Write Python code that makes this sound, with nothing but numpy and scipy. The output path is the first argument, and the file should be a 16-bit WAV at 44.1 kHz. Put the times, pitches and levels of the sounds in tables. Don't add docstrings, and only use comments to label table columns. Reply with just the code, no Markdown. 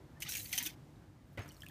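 import sys
import numpy as np
from scipy import signal
from scipy.fft import rfft, irfft
from scipy.io import wavfile
from scipy.ndimage import uniform_filter1d

SR = 44100
rng = np.random.default_rng(int(sys.argv[2]) if len(sys.argv) > 2 else 0)


def magnitude_from_level(level_db):
    exponent = np.asarray(level_db, float) / 20
    return 10 ** exponent


def wav_record(signal):
    frames = np.transpose(np.atleast_2d(signal))
    bounded = np.clip(frames, -1, 1)
    quanta = np.round(bounded * 32767).astype(np.int16)
    wavfile.write(sys.argv[1], SR, quanta)


N = 74970
T = np.arange(N) / SR

# f/Hz, density/dB
GARDEN_SPECTRUM = [(18, -89), (30, -23), (55, -0.5), (151, -2.5), (201, -9), (314, -7.5), (441, -21),
                   (476, -17), (15300, -44)]
# f/Hz, width/Hz, level/dB
PUMP_HUM = [
    (146, 16, -64.5),
    (104.4, 56, -66),
    (304.2, 11.4, -74.5),
]
# t/s, level/dB, f/Hz, length/s
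GURGLES = [(.172, -59.5, 1770, 0.015), (.265, -50.5, 1295, 0.0072), (.292, -52, 1500, 0.011),
           (.271, -54, 1970, 0.013), (.28, -63, 803, 0.02), (.55, -62.5, 751, 0.038),
           (.612, -58, 950, 0.035), (.62, -50.5, 261.7, 0.03), (.668, -47.5, 310, 0.021),
           (.668, -58.5, 1500, 0.045), (.135, -56, 253.6, 0.023)]
# t/s, level/dB, hold/s, bubble f/Hz, barrel level/dB
AIR_POCKETS = [(0.2034, -42.5, 0.00061, 10400, -24), (0.211, -63, .001, 12300, -24),
               (0.2214, -39.5, 0.0047, 1902, -8.5), (0.226, -42, 0.0059, 2950, -8),
               (0.291, -43, 0.0036, 5880, -25), (0.297, -44.5, 0.0069, 4000, -4),
               (0.3213, -41, 0.0053, 5560, -27), (0.333, -45.5, 0.0037, 5930, -18),
               (.338, -42.5, 0.0061, 2294, -22), (0.3515, -40, 0.0073, 2170, -4.5),
               (.353, -43.5, 0.0064, 6840, -25), (0.3682, -40, .002, 13500, -12),
               (.369, -45.5, .008, 6680, -26), (.38, -45.5, 0.0045, 2780, -21),
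               (0.396, -47, 0.0093, 4030, -26), (0.43, -41, 0.00066, 13200, -14),
               (.44, -44, 0.00039, 10000, -14), (0.4442, -39, .0004, 13000, -12),
               (0.449, -42, 0.00051, 12500, -10), (0.455, -50.5, 0.0066, 4460, -33),
               (.472, -42, .0005, 13000, -14), (0.518, -43, 0.0011, 13000, -16),
               (0.5282, -35, 0.0067, 1923, -5), (.537, -44.5, 0.0054, 4425, -16),
               (0.556, -40, .002, 13000, -17), (0.562, -46.5, 0.0056, 3120, -16),
               (0.573, -44, .002, 14000, -15), (0.5778, -31.5, 0.0067, 3110, 1.5),
               (0.587, -38, 0.0044, 6200, -2), (.603, -46, 0.012, 1950, -17),
               (0.627, -32, .0009, 14200, -21), (0.633, -42.5, .003, 6070, -12),
               (.654, -44.5, 0.0045, 3650, -29), (0.6568, -35.5, 0.0047, 13900, -8),
               (0.6607, -36, 0.0075, 2494, -3.5), (0.666, -41, 0.0059, 3470, -5),
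               (0.694, -57.5, .008, 3490, -14)]
BARREL_MODES = [0, 3, -4, -5]
# t/s, level/dB, treble tilt/dB
MAIN_STROKE = [
    (.2, -53.5, 11),
    (.219, -53, 5),
    (.235, -53.5, 0.5),
    (0.286, -50.5, -14),
    (0.289, -45.5, 9),
    (.37, -46, 5),
    (.43, -50.5, 12.5),
    (.52, -53, 3.5),
    (0.527, -45.5, -1),
]
# t/s, level/dB, treble tilt/dB
SPUTTER = [
    (.54, -40, -0.5),
    (.575, -45.5, 4),
    (.595, -47, 15),
    (0.598, -51, -22),
    (.6255, -55, -22),
    (0.63, -44.5, 7),
    (0.678, -47, 2),
    (.7, -53.5, -3),
    (.75, -72, -3),
]
# f/Hz, density/dB
JET_SPECTRUM = [(410, -45), (750, -15), (1150, -23), (1700, -9), (2300, -5), (6120, -7.5), (11000, -8.5),
                (15300, -6)]
# t/s, plink level/dB, f/Hz, tick level/dB
POOL_DROPS = [(1.393, -66, 9600, -50), (1.419, -76, 7950, -58), (1.434, -71, 8600, -60),
              (1.461, -68, 9050, -58), (1.479, -64, 7500, -54), (1.483, -61, 14000, -54),
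              (1.4895, -52, 5660, -51.5), (1.4972, -55.5, 4380, -67), (1.506, -57.5, 3000, -64),
              (1.512, -60.5, 2980, -70), (1.519, -62, 8900, -52), (1.525, -63, 8000, -56),
              (1.5305, -72, 7900, -62), (1.528, -64, 5900, -61), (1.545, -58, 5600, -60),
              (1.5665, -56, 4340, -62), (1.572, -70, 13000, -61), (1.606, -54, 5240, -56),
              (1.6199, -46.5, 3160, -49.5), (1.633, -47.5, 1700, -51), (1.638, -81, 11000, -53),
              (1.656, -60, 1700, -70), (1.66, -66, 8700, -60), (1.6642, -44, 2593, -52),
              (1.681, -60, 9000, -66), (1.686, -52.5, 3240, -47.5), (1.694, -62, 13000, -56),
              (1.696, -59, 1750, -70), (1.643, -60, 3300, -78), (.959, -68, 3700, -77)]
# f/Hz, level/dB, t60/s
RAFT_MODES = [
    (96.4, -31, 0.11),
    (340, -54, 0.13),
    (569, -46, 0.055),
    (1500, -58, 0.059),
    (2000, -50, 0.026),
    (3000, -48, 0.013),
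]
# f/Hz, density/dB
FOAM_SPECTRUM = [(88, -19), (150, -5), (1210, -18), (1300, -15.5), (2030, -14), (2670, -19.5), (9000, -47),
                 (11700, -54), (19800, -120)]
# t/s, level/dB, f/Hz, length/s
SQUEAKS = [
    (1.425, -67.5, 6440, 0.055),
    (1.43, -70, 5200, 0.03),
]


def unit(x):
    return x / np.sqrt(np.mean(x ** 2))


def band(x, hz, width_hz):
    return signal.lfilter(*signal.iirpeak(min(hz, 16000), hz / width_hz, fs=SR), x)


def colour(x, spectrum):
    hz, db = np.array(spectrum).T
    grid_hz = np.linspace(1, SR / 2, 4097)
    log_gain = np.interp(np.log(grid_hz), np.log(hz), db) * np.log(10) / 20
    cepstrum = irfft(log_gain)
    cepstrum[1:4096] *= 2
    cepstrum[4097:] = 0
    impulse = irfft(np.exp(rfft(cepstrum)))
    return unit(signal.fftconvolve(x, impulse)[:len(x)])


def walk(rate_hz):
    k = int(SR / rate_hz)
    steps = np.repeat(rng.standard_normal(N // k + 1), k)
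    return unit(uniform_filter1d(uniform_filter1d(steps, k), k)[:N])


def gritty(db, size=N):
    sizes = magnitude_from_level(db * np.minimum(rng.exponential(size=size), 4))
    return unit(rng.standard_normal(size) * sizes)


def fade(t, t60):
    return (t >= 0) * magnitude_from_level(-60 * np.maximum(t, 0) / t60)


def add(out, s, x):
    i = int(s * SR)
    out[i:i + len(x)] += x[:N - i]


def garden():
    patches = 0
    for hz in 40 * 2 ** np.arange(0, 6, 1 / 3):
        patches = patches + magnitude_from_level(2.5 * walk(14)) * band(rng.standard_normal(N), hz, hz / 5)
    highpass = signal.butter(2, 2300, "high", fs=SR, output="sos")
    leaves = signal.sosfilt(highpass, rng.standard_normal(N))
    air = colour(patches + leaves, GARDEN_SPECTRUM) * magnitude_from_level(-57 + walk(5.45))
    hum = 0
    for hz, width_hz, db in PUMP_HUM:
        tone = band(band(rng.standard_normal(N), hz, width_hz), hz, width_hz)
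        hum = hum + magnitude_from_level(db + 0.5 * walk(9.2)) * unit(tone)
    return air + hum


def warbles(notes):
    rise, waver, wobble_db = 0.037, 0.0114, 3.5
    out = 0
    for s, db, hz, length in notes:
        u = (T - s) / length
        pitch = hz * (1 + rise * np.clip(u, -1, 1) * (hz < 3000) + waver * walk(200))
        level = magnitude_from_level(db + wobble_db * min(hz / 1000, 1) * walk(200))
        out = out + level * np.exp(-4 * u ** 2) * np.sin(2 * np.pi * np.cumsum(pitch) / SR)
    return out


def barrel(x):
    pipe_hz, width_hz = 3120, 150
    modes = 0
    for k, db in enumerate(BARREL_MODES, 1):
        modes = modes + magnitude_from_level(db) * band(x, pipe_hz * k, width_hz * k)
    return unit(modes)


def bubble_note(hz, t):
    q, steady, sag, sag_s, big_below_hz = 25, 1.4, .7, .0035, 2750
    a, b = rng.standard_normal((2, len(t)))
    shake = signal.lfilter(*signal.butter(1, hz / q / 2, fs=SR), a + 1j * b)
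    shake = shake + steady * np.std(shake)
    pitch = hz * (1 + sag * (hz < big_below_hz) * np.exp(-t / sag_s))
    return unit((shake * np.exp(2j * np.pi * np.cumsum(pitch) / SR)).real)


def spits():
    bubble_db, click_db, click_t60_s = -1.5, 7, .006
    out, t = np.zeros(N), T[:4000]
    for s, db, hold, hz, ring_db in AIR_POCKETS:
        tiny = hz > 9000
        onset_s = .003 if s > .655 else .0003
        t60 = (.003 if tiny else .014) + 4.9 * hold
        env = np.minimum(t / onset_s, 1) * fade(np.maximum(t - hold, 0), t60)
        rasp = gritty(1.5, size=4000)
        drive = rasp * (1 + magnitude_from_level(click_db) * fade(t, click_t60_s))
        if tiny:
            drive = unit(np.diff(drive, n=3, prepend=[0, 0, 0]))
        pocket = colour(drive, JET_SPECTRUM) + magnitude_from_level(bubble_db) * bubble_note(hz, t)
        pocket = pocket + magnitude_from_level(ring_db) * barrel(drive)
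        add(out, s, magnitude_from_level(db) * env * unit(pocket))
    return out


def fizz(lo_hz, hi_hz):
    per_s, cycles, bands = 800, 25, 14
    out = 0
    for hz in np.geomspace(lo_hz, hi_hz, num=bands):
        hits = rng.random(N) < per_s / bands / SR
        kicks = hits * magnitude_from_level(3.0 * np.minimum(rng.exponential(size=N), 3))
        out = out + unit(band(kicks, hz, hz / cycles)) / np.sqrt(hz)
    return unit(out)


def jet():
    valve_opens_s, fizz_db, barrel_db, flicker_db = .2036, -5, -15.5, 1.2
    s, db, tilt_db = np.vstack([MAIN_STROKE, SPUTTER]).T
    hiss = unit(colour(gritty(2.7), JET_SPECTRUM) + magnitude_from_level(fizz_db) * fizz(1898, 7370))
    hiss = unit(hiss + magnitude_from_level(barrel_db) * barrel(hiss))
    low = signal.sosfiltfilt(signal.butter(4, 6000, fs=SR, output="sos"), hiss)
    high = hiss - low
    tilt = np.interp(T, s, tilt_db)
    low = low * magnitude_from_level(flicker_db * walk(60.2) - tilt / 2)
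    high = high * magnitude_from_level(flicker_db * walk(89.9) + tilt / 2)
    level = np.interp(T, s, db, left=-120, right=-120)
    return (low + high) * (T > valve_opens_s) * magnitude_from_level(level + flicker_db * walk(152.4))


def drops():
    cycles, attack_cycles, dip = 46, 5, .06
    out, t = np.zeros(N), T[:3000]
    for s, db, hz, tick_db in POOL_DROPS:
        a, b = rng.standard_normal((2, 3000))
        settling = dip * 3 / hz * np.exp(-t * hz / 3)
        tone = np.sin(2 * np.pi * hz * (t - settling))
        tone = tone * fade(t - attack_cycles / hz / 2, cycles / hz) * np.minimum(t * hz / attack_cycles, 1)
        ring = magnitude_from_level(-9) * unit(band(a, hz, hz / 30)) * fade(t, .06) * np.minimum(t / 0.0023, 1)
        tick = unit(signal.lfilter(*signal.butter(2, 5000, "high", fs=SR), b)) * fade(t, .008)
        smack = magnitude_from_level(1) * a * fade(t, .002)
        add(out, s, magnitude_from_level(db) * (2 * tone + ring) + magnitude_from_level(tick_db) * (tick + smack))
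    return out


def mist():
    swell = np.exp(-((T - 1.32) / 0.054) ** 2)
    return magnitude_from_level(-79.5 + 3.7 * walk(100)) * unit(band(gritty(2.4), 13300, 4000)) * swell


def raft(thump_s):
    t = T - thump_s
    push = np.zeros(N)
    add(push, thump_s, gritty(3.2, size=600) * fade(T[:600], 0.016) / 6)
    modes = 0
    for hz, db, t60 in RAFT_MODES[1:]:
        pole = np.exp(2j * np.pi * hz / SR - np.log(1000) / (t60 * SR))
        modes = modes + magnitude_from_level(db) * signal.lfilter([1], [1, -pole], push).imag
    hz, db, t60 = RAFT_MODES[0]
    late = t - 0.0121
    boom = magnitude_from_level(db) * np.sin(2 * np.pi * hz * late) * fade(late, t60) * np.clip(late / 0.0078, 0, 1)
    crack = magnitude_from_level(-56) * gritty(1.7) * fade(t, 0.023)
    return crack + modes + boom


def splash(thump_s):
    splash_db, splash_t60_s, slap_db, slap_t60_s, fizz_db = -46, 0.42, 0, .06, -9
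    t = T - thump_s
    foam = colour(gritty(2.85), FOAM_SPECTRUM) + magnitude_from_level(fizz_db) * fizz(690, 3700)
    decay = fade(t, splash_t60_s) + magnitude_from_level(slap_db) * fade(t, slap_t60_s)
    foam = foam * magnitude_from_level(splash_db + 2 * walk(200)) * np.clip(t / 0.0055, 0, 1) * decay
    spray = magnitude_from_level(-72.5 + 3.0 * walk(119.8)) * unit(band(gritty(3.4), 9300, 14000)) * (t > 0)
    return foam + spray


def echo(near):
    t = T[:12000]
    tail = signal.lfilter(*signal.butter(1, 6000, fs=SR), rng.standard_normal(12000))
    tail = tail * fade(t - .006, 0.068)
    return magnitude_from_level(-21) * signal.fftconvolve(near, tail / np.sqrt(np.sum(tail ** 2)))[:N]


def scene():
    thump_s = 1.3745
    gun = warbles(GURGLES) + spits() + jet()
    landing = drops() + raft(thump_s) + splash(thump_s) + warbles(SQUEAKS)
    near = gun + landing
    return (garden() + near + mist() + echo(near))[None]


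def top_cut(x):
    return signal.sosfilt(signal.butter(12, 16460, fs=SR, output="sos"), x)


def record(dry):
    mix = dry - 0.5 * band(dry, 10540, 280)
    mix = signal.sosfilt(signal.ellip(12, .3, 50, 15250, fs=SR, output="sos"), mix)
    return top_cut(mix)


dry = scene()
out = record(dry)
wav_record(out)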